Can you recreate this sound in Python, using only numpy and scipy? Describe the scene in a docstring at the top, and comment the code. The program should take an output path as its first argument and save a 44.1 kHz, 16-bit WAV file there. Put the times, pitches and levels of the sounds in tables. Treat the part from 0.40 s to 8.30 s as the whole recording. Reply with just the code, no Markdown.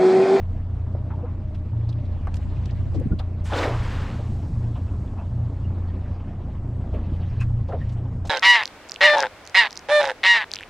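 """On a small boat at night a motor idles, heard as wavering sine orders with a hull panel booming on the fourth.
A cast net is thrown: its lead line slaps the water in staggered noise bursts, with ringing bubbles and hiss;
drops fall back and foam fizzes out. Leads, shoes and rope knock, tick and thump as resonant noise puffs.
Water laps as patchy noise with bubbles, and low-pitched noise gusts buffet the microphone as wind."""
import sys
import numpy as np
from scipy import signal
from scipy.fft import rfft, irfft, next_fast_len
from scipy.io import wavfile
from scipy.ndimage import uniform_filter1d

SR = 44100
rng = np.random.default_rng(int(sys.argv[2]) if len(sys.argv) > 2 else 0)


def wrap_up_sound(samples):
    """Save the sound to the file named by the first command line argument, as 16-bit audio."""
    columns = np.atleast_2d(samples).T
    # keep every value between -1 and 1, then stretch to whole-number steps
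    tamed = np.clip(columns, -1, 1)
    steps = np.round(tamed * 32767).astype(np.int16)
    wavfile.write(sys.argv[1], SR, steps)


N = 348213
T = np.arange(N) / SR

# bunches of leads striking the water in turn [t/s, level/dB, f/Hz, t60/s, breadth/share of f]
LEAD_LANDINGS = [(3.035, -37, 7600, 0.27, 1.1), (3.05, -33.5, 1700, 0.11, 0.99),
                 (3.118, -14.5, 848, 0.068, 0.88), (3.132, -24.5, 3200, 0.036, 0.21),
                 (3.171, -32, 5200, 0.059, 1.4), (3.185, -20, 3650, 0.029, 0.21),
                 (3.226, -17.5, 1830, 0.06, 0.47), (3.25, -17, 646, 0.046, 0.31),
                 (3.334, -21.5, 900, 0.05, 0.69)]
# spectrum of the slap's low ring [f/Hz, relative level per Hz/dB]
GURGLE_SPECTRUM = [(130, -39), (270, 0.5), (550, 6), (1000, -6.5), (2000, -12), (5000, -60.5)]
# spectrum of torn water and falling drops [f/Hz, relative level per Hz/dB]
HISS_SPECTRUM = [(500, -24.5), (950, -2.5), (1900, -8.5), (3700, -14), (8000, -27.5), (15000, -25.5)]
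# spectrum of the fizzing foam [f/Hz, relative level per Hz/dB]
FOAM_SPECTRUM = [(2000, -29), (4000, -5.5), (8000, -9.5), (15000, -11)]
# shoes and swell thumping the deck [t/s, level/dB, f/Hz, t60/s]
DECK_THUMPS = [(2.553, -24, 344, 0.12), (2.583, -24.5, 296, 0.15), (2.655, -12, 173, 0.074),
               (2.702, -13, 66, 0.13), (2.712, -11.5, 129, 0.073), (2.707, -16, 295, 0.036),
               (2.727, -14, 230, 0.048), (3.892, -11.5, 121, 0.051), (6.719, -13, 158, 0.052)]
# leads, rope and small waves knocking on the hull [t/s, level/dB, f/Hz, t60/s, softness/rise as share of t60]
HULL_KNOCKS = [(.548, -28.5, 523, 0.051, 0.023), (0.701, -32, 1000, 0.088, 0.053),
               (.84, -36, 810, .2, 0.065), (1.871, -28.5, 830, 0.063, 0.0051),
               (2.543, -32.5, 540, 0.11, 0.016), (2.79, -27.5, 690, 0.1, 0.077),
               (2.794, -35.5, 1170, 0.066, 0.067), (3.784, -23.5, 460, 0.11, 0.1),
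               (4.35, -31, 800, 0.12, 0.087), (4.755, -22, 745, 0.2, 0.22), (6.524, -19.5, 410, 0.14, 0.11),
               (7.008, -30.5, 1300, 0.092, 0.052), (7.284, -23, 550, 0.14, 0.058),
               (7.319, -30.5, 1100, 0.062, 0.052), (7.325, -19, 493, 0.13, 0.04),
               (7.843, -32.5, 640, 0.12, 0.031)]
# wet mesh and leads ticking and rustling [t/s, level/dB, f/Hz, t60/s, breadth/share of f]
NET_TICKS = [(1.144, -37, 2360, 0.043, 0.97), (1.487, -34, 4170, 0.043, 0.32),
             (1.526, -35, 3100, 0.018, 0.31), (1.648, -45, 3900, 0.05, .3), (1.871, -37, 4000, 0.009, 2),
             (1.941, -24, 3860, 0.012, 1.5), (1.954, -34, 6500, 0.024, 2.4),
             (1.966, -29.5, 4000, 0.019, 1.9), (2.255, -29.5, 4100, 0.017, 0.98),
             (2.306, -37, 4200, 0.022, 0.43), (2.538, -38.5, 3700, 0.081, 0.83),
             (2.597, -35, 12800, 0.016, 0.63), (2.787, -26.5, 3400, 0.043, 0.44),
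             (4.344, -39, 2900, 0.084, 0.28), (6.534, -36.5, 2300, 0.1, 0.4),
             (6.999, -33, 4500, 0.082, 2.3), (7.278, -43, 3870, 0.074, 0.51),
             (7.486, -39, 3000, 0.062, 1.2), (7.515, -43, 4500, 0.08, 1.7), (7.849, -31, 4080, 0.046, 0.89),
             (7.868, -28, 5350, 0.044, 1.6)]
# short wet squeaks and plops [t/s, level/dB, f/Hz, half length/s]
WET_SQUEAKS = [(0.738, -42.5, 886, 0.018), (0.85, -33, 489, 0.015), (4.49, -59, 2650, .009),
               (4.797, -57, 2580, 0.016), (5.255, -59, 2860, 0.014), (2.616, -35, 501, 0.0068),
               (2.726, -47.5, 1410, 0.011), (5.5, -57, 1850, 0.014), (7.016, -39, 2570, 0.015),
               (7.419, -46.5, 1850, 0.015)]
# brief sags of the idle speed [middle t/s, half length/s, drop f/Hz]
IDLE_SAGS = [(1.326, 0.297, 1.0), (4.191, 0.451, 0.449)]
# third order of the motor, the main drone [t/s, level/dB]
DRONE_LEVEL = [(0, -27), (1.1, -29.5), (2.6, -27), (4.05, -31.5), (5.5, -26), (6.08, -36), (6.6, -27),
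               (7.9, -32)]
# hull panel booming in swells as the boat rocks [middle t/s, level/dB, half length/s]
PANEL_BOOMS = [(0.58, -36, 0.28), (1.46, -24.5, 0.15), (2.447, -33.5, 0.33), (3.362, -27.5, 0.083),
               (3.783, -36, 0.26), (4.246, -28.5, 0.11), (5.006, -26, 0.1), (5.248, -31, 0.091),
               (6.354, -36.5, 0.14), (7.099, -22, 0.13), (7.584, -30, 0.13)]
# weaker motor orders [multiple of the firing rate, level/dB]
WEAK_ORDERS = [(1, -38.5), (2, -38.5)]
# faint hum, before its waver [t/s, f/Hz, level/dB]
MOTOR_HUM = [(0, 634, -62), (1.2, 603.4, -58), (3, 611, -61), (3.5, 616, -84)]
# water along the hull [t/s, lapping level/dB, spray level/dB]
WATER_LEVELS = [(0, -41.5, -64), (.83, -38, -65.5), (1.14, -41, -66), (2.3, -39, -58), (2.7, -41.5, -64.5),
                (4, -38, -61.5), (5, -39, -65.5), (5.73, -37, -60), (6.35, -39, -66.5),
                (6.54, -33.5, -61.5), (6.95, -39.5, -57), (7.12, -41, -65.5), (7.42, -39, -59),
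                (7.8, -39.5, -68)]
# spectrum of the lapping [f/Hz, relative level per Hz/dB]
LAPPING_SPECTRUM = [(90, -37), (160, 4.5), (270, -5), (450, -14.5), (650, -14.5), (1200, -22.5),
                    (3500, -56.5), (7000, -100)]
# spectrum of the fine spray [f/Hz, relative level per Hz/dB]
SPRAY_SPECTRUM = [(900, -39.5), (1600, 12), (2900, 7), (5000, -3), (8000, -20), (12000, -32),
                  (15000, -45.5)]
# wind on the microphone [t/s, gust level/dB]
GUST_LEVEL = [(.35, -32.5), (.85, -34), (1.6, -33), (2.4, -25.5), (3.1, -34.5), (4.05, -27.5), (4.8, -29.5),
              (5.1, -32), (5.8, -33), (6.6, -30)]
# spectrum of the wind buffeting [f/Hz, relative level per Hz/dB]
BUFFET_SPECTRUM = [(8, -2.5), (38, -1), (70, 4), (120, -0.5), (250, -22), (600, -60)]
# stereo image: it opens, then narrows to the middle [t/s, side gain level/dB]
SIDE_LEVEL = [(.25, -20), (.35, -10.5), (1.5, -4), (2.75, -0.5), (3.0, -10.5), (3.35, -23.5), (3.45, -66)]
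# colour of the diffuse share [f/Hz, gain level/dB]
DIFFUSE_COLOUR = [(100, -17.5), (700, -12.5), (3000, -3.5), (8000, -3.5)]
# microphone capsule response [f/Hz, gain level/dB]
CAPSULE_RESPONSE = [(8200, -0.5), (9100, -10.5), (10000, -6), (12000, -18), (13200, -12), (15600, -23.5)]

TOUCH_S, TOUCH_DB = 3.03, -36.5  # the first leads touch and the hiss begins
SLAP_S, SLAP_RISE_S, SLAP_HOLD_S = 3.108, 0.022, 0.13  # the whole ring lands
SLAP_DB, SLAP_FALL_DB_PER_S = -26.5, 78
TEAR_DB, TEAR_FALL_DB_PER_S = -31, 212  # spray torn up by the landing
CLOSE_S, CLOSE_DB_PER_S = 3.35, 395  # the cavities close and the slap's gurgle stops
RAIN_S, RAIN_HALF_S, RAIN_DB, RAIN_GURGLE_DB = 3.545, 0.24, -40, -44  # thrown water falls back
DROPS_DB = -47  # single drops ring with a rising pitch
FOAM_DB, FOAM_DB_PER_S = -55.5, 8  # the foam fizzes out
LANDING_SOFT, TICK_SOFT = 0.07, 0.14  # rise as share of t60
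KNOCK_BREADTH, SQUEAK_WIDTH = 0.62, 0.065  # share of pitch
SNAP_HZ, SNAP_DB = 11500, -12.5  # every tick also snaps in the top octave, relative to its own level
IDLE_HZ = 29.37  # firing cycles a second
PANEL_DB = -42  # the panel between its swells
EDGE_HZ = 15700  # upper band limit


def splash():
    """Leads punch cavities that ring low; torn water and falling drops hiss and crackle above."""
    rain = bell(RAIN_S, RAIN_HALF_S) * (T > TOUCH_S)
    closing = amp(-CLOSE_DB_PER_S * np.maximum(T - CLOSE_S, 0))
    low = amp(SLAP_DB) * held(SLAP_S, SLAP_RISE_S, SLAP_HOLD_S, SLAP_FALL_DB_PER_S) * closing
    low += amp(RAIN_GURGLE_DB) * rain
    high = amp(TOUCH_DB) * held(TOUCH_S, 0.086, SLAP_S - TOUCH_S, 60) + amp(RAIN_DB) * rain
    high += amp(TEAR_DB) * held(SLAP_S, 0.059, SLAP_HOLD_S / 2, TEAR_FALL_DB_PER_S)

    cavities = evened(colour(bubbles(1500, 249, 2300, 6.2, 2.3), GURGLE_SPECTRUM))
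    slap = 0.44 * patchy(GURGLE_SPECTRUM, 2.6, 2.1) + 0.9 * cavities
    crackle = evened(colour(bubbles(5000, 782, 11100, 3.5, 2.6), HISS_SPECTRUM))
    spray = 0.55 * patchy(HISS_SPECTRUM, 1.5, 0.7) + 0.73 * crackle
    foam_level = amp(FOAM_DB) * held(SLAP_S, SLAP_RISE_S, 0, FOAM_DB_PER_S)
    foam = foam_level * patchy(FOAM_SPECTRUM, 1.1, 0.83)
    drops = amp(DROPS_DB) * rain * bubbles(600, 600, 2600, 12, 2.3, rise=0.17)
    leads = bursts([(*row, LANDING_SOFT) for row in LEAD_LANDINGS])
    return low * slap + high * spray + foam + drops + leads


def thumps():
    """The deck rings a few cycles, its pitch sagging, with some scrape on top."""
    out = bursts([(s, db, hz, t60, .5, .06) for s, db, hz, t60 in DECK_THUMPS])
    for s, db, hz, t60 in DECK_THUMPS:
        t = np.maximum(T - s, 0)
        envelope = amp(db - 60 * t / t60) * np.minimum(t * hz, 1)
        out += envelope * np.sin(2 * np.pi * hz * t * (1 - 3.3 * t))
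    return out


def knocks():
    """Hull blows as short puffs of noise through one broad resonance each."""
    return bursts([(s, db, hz, t60, KNOCK_BREADTH, softness) for s, db, hz, t60, softness in HULL_KNOCKS])


def ticks():
    """Mesh and leads as high noise puffs, each with a quieter snap in the top octave."""
    body = bursts([(*row, TICK_SOFT) for row in NET_TICKS])
    snap = bursts([(s, db + SNAP_DB, SNAP_HZ, t60, .4, TICK_SOFT) for s, db, _, t60, _ in NET_TICKS])
    return body + snap


def squeaks():
    """Brief soft-edged whistles of narrow noise."""
    out, t = np.zeros(N + SR), np.arange(-SR // 10, SR // 10) / SR
    for s, db, hz, half in WET_SQUEAKS:
        width = SQUEAK_WIDTH * hz
        band = resonate(resonate(rng.standard_normal(len(t)), hz, width), hz, 2 * width)
        start = round((s + t[0]) * SR)
        out[start:start + len(t)] += amp(db) * np.exp(-(t / half) ** 2) * steadied(band, hz / 10)
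    return out[:N]


def motor():
    """Orders of the firing cycle as wavering sines, the fourth swollen by the hull, plus a narrow noise hum."""
    speed_hz = IDLE_HZ - sum(drop_hz * bell(s, half) for s, half, drop_hz in IDLE_SAGS)
    cycle = 2 * np.pi * np.cumsum(speed_hz * (1 + 0.0028 * drift(5))) / SR
    out = amp(curve(DRONE_LEVEL)[0] + 0.67 * drift(28)) * np.sin(3 * cycle)
    # the fourth power gives each swell a flat top
    swells = sum(amp(db) * np.exp(-((T - s) / half) ** 4) for s, db, half in PANEL_BOOMS)
    boom = amp(PANEL_DB) + swells
    out += boom * amp(1.2 * drift(15)) * np.sin(4 * cycle + 0.47 * drift(6))
    for k, db in WEAK_ORDERS:
        out += amp(db + 3.1 * drift(2.9)) * np.sin(k * cycle + 2 * np.pi * rng.random())

    hum_hz, hum_db = curve(MOTOR_HUM)
    hum_hz = hum_hz + 10.0 * drift(2.5)
    hum = resonate(resonate(rng.standard_normal(N), hum_hz, 25), hum_hz, 45)
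    out += amp(hum_db + 4.8 * drift(8.7)) * evened(hum)
    return np.sqrt(2) * out  # sine amplitudes from RMS levels


def water():
    """Lapping with scattered bubbles, and a fine spray with stray drips above it."""
    lap_db, spray_db = curve(WATER_LEVELS)
    pockets = evened(colour(bubbles(500, 250, 3460, 6, 3.2), LAPPING_SPECTRUM))
    lap = patchy(LAPPING_SPECTRUM, 1.8, 1.0) + 0.31 * pockets
    drips = bubbles(60, 1700, 3300, 13, 3.0)
    spray = patchy(SPRAY_SPECTRUM, 2.7, 0.51) + 0.21 * drips
    return amp(lap_db) * lap + amp(spray_db) * spray


def wind():
    """Lumpy low buffeting: the part common to both microphone ports and the part that differs."""
    gust = amp(curve(GUST_LEVEL)[0])
    tilted = [(hz, db + 1.2 * np.log2(hz / 60)) for hz, db in BUFFET_SPECTRUM]
    common = gust * patchy(BUFFET_SPECTRUM, 2.1, 1.3, size=2048)
    eddies = gust * amp(-10.0) * patchy(tilted, 3.0, 2.5, size=1024)
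    return common, eddies


def bursts(rows):
    """Puffs of noise through one resonance, as broad as a share of its pitch, that swell and then die away."""
    out, t = np.zeros(N + SR), np.arange(SR // 6) / SR
    for s, db, hz, t60, breadth, softness in rows:
        width = breadth * hz
        puff = resonate(rng.standard_normal(len(t)), hz, width)
        puff = resonate(resonate(puff, hz, 2.1 * width), hz, 2.1 * width)
        start, u = round(s * SR), t / max(t60, .005)
        envelope = amp(db - 60 * u) * (1 - np.exp(-u / softness)) ** 2
        out[start:start + len(t)] += envelope * steadied(puff, hz)
    return out[:N]


def bubbles(per_s, low_hz, high_hz, cycles, spread_db, rise=0.056):
    """Air pockets ring a few cycles while their pitch rises; a few are much louder."""
    out, kinds = np.zeros(N), 20
    loudness = amp(spread_db * np.minimum(rng.exponential(1, N), 4))
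    drops = (rng.random(N) < per_s / SR) * loudness
    kind = rng.integers(0, kinds, N)
    for k, hz in enumerate(np.geomspace(low_hz, high_hz, kinds)):
        u = np.arange(int(3 * cycles * SR / hz)) * hz / SR  # time in cycles
        envelope = np.exp(-2 * u / cycles) * np.minimum(u, 1) * np.sqrt(hz)
        ring = np.sin(2 * np.pi * u * (1 + rise * u / cycles)) * envelope
        out += signal.oaconvolve(drops * (kind == k), ring)[:N]
    return evened(out)


def patchy(points, patchy_db, flicker_db, size=512):
    """Noise of the given spectrum with drifting patches and a flicker shared by all pitches."""
    frames, hz = 4 * N // size + 5, np.fft.rfftfreq(size, 1 / SR)
    a, b, patches = rng.standard_normal((frames, len(hz), 3)).T
    patches = uniform_filter1d(patches, size=12, axis=0, mode="wrap")  # across pitch
    patches = evened(uniform_filter1d(patches, size=10, axis=1, mode="wrap"))  # across time
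    flicker = evened(uniform_filter1d(rng.standard_normal(frames), size=6, mode="wrap"))
    z = (a + 1j * b) * amp(read(points, hz)[:, None] + patchy_db * patches + flicker_db * flicker)
    return evened(signal.istft(z, nperseg=size, noverlap=size - size // 4)[1][:N])


def resonate(x, hz, width):
    """Shifts hz down to zero, smooths, and shifts back: a resonance of gain 1."""
    turn = np.exp(2j * np.pi * np.cumsum(hz * np.ones(len(x))) / SR)
    r = np.exp(-np.pi * width / SR)
    return 2 * (turn * signal.lfilter([1 - r], [1, -r], x / turn)).real


def steadied(x, hz):
    """Evens out the slow wobble of a noise band: a blow is steadier than plain noise."""
    x = evened(x)
    power = abs(uniform_filter1d(x ** 2, int(3.0 * SR / hz)))
    return evened(x / (.5 + np.sqrt(power)))


def drift(top_hz):
    """Slow random wander of unit RMS, summed from sines up to the given rate."""
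    t = T[::64]
    rates = np.geomspace(top_hz / 10, top_hz, 16)
    wander = sum(np.sin(2 * np.pi * (f * t + rng.random())) / np.sqrt(f) for f in rates)
    return evened(np.interp(T, t, wander))


def bell(middle_s, half_s):
    """A smooth swell of height 1."""
    return np.exp(-((T - middle_s) / half_s) ** 2)


def held(start_s, rise_s, hold_s, fall_db_per_s):
    """Attack, hold, then a steady fall in dB."""
    fall_s = np.maximum(T - start_s - rise_s - hold_s, 0)
    return np.clip((T - start_s) / rise_s, 0, 1) ** 2 * amp(-fall_db_per_s * fall_s)


def colour(x, points):
    """Filters by a gain curve over pitch."""
    size = next_fast_len(N + SR // 4)
    gain = amp(read(points, np.fft.rfftfreq(size, 1 / SR)))
    return irfft(rfft(x, size) * gain, size)[..., :N]


def read(points, hz):
    """Reads a curve in dB on a log pitch axis."""
    f, value = np.transpose(points)
    return np.interp(np.log(hz + 1), np.log(f + 1), value)


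def curve(rows):
    """Draws each column after the first as straight lines over time."""
    s, *columns = np.transpose(rows)
    return [np.interp(T, s, c) for c in columns]


def evened(x):
    """Scales to unit RMS."""
    return x / np.sqrt(np.mean(x ** 2) + 1e-20)


def amp(db):
    """Turns dB into linear gain."""
    return 10 ** (np.asarray(db) / 20)


def scene():
    """Mixes the layers: motor in the middle, water and deck sounds partly diffuse, wind eddies at the sides."""
    near = splash() + thumps() + knocks() + ticks() + squeaks() + water()
    buffet, eddies = wind()
    # scattering off the deck reaches the two ports differently
    scatter = rng.standard_normal(1600) * np.exp(-np.arange(1600) / 350)
    diffuse = signal.oaconvolve(near, scatter / np.linalg.norm(scatter))[:N]
    side = amp(curve(SIDE_LEVEL)[0]) * (colour(diffuse, DIFFUSE_COLOUR) + eddies)
    side += colour(diffuse, [(7000, -70.5), (12000, 1.0)])  # the top octave always stays wide
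    return motor() + near + buffet + np.array([side, -side])


def record(dry):
    """Capsule colour, then the band limit."""
    low_pass = signal.firwin(1023, EDGE_HZ, window=("kaiser", 9), fs=SR)
    return signal.oaconvolve(colour(dry, CAPSULE_RESPONSE), low_pass[None], "same")


dry = scene()
out = record(dry)
wrap_up_sound(out)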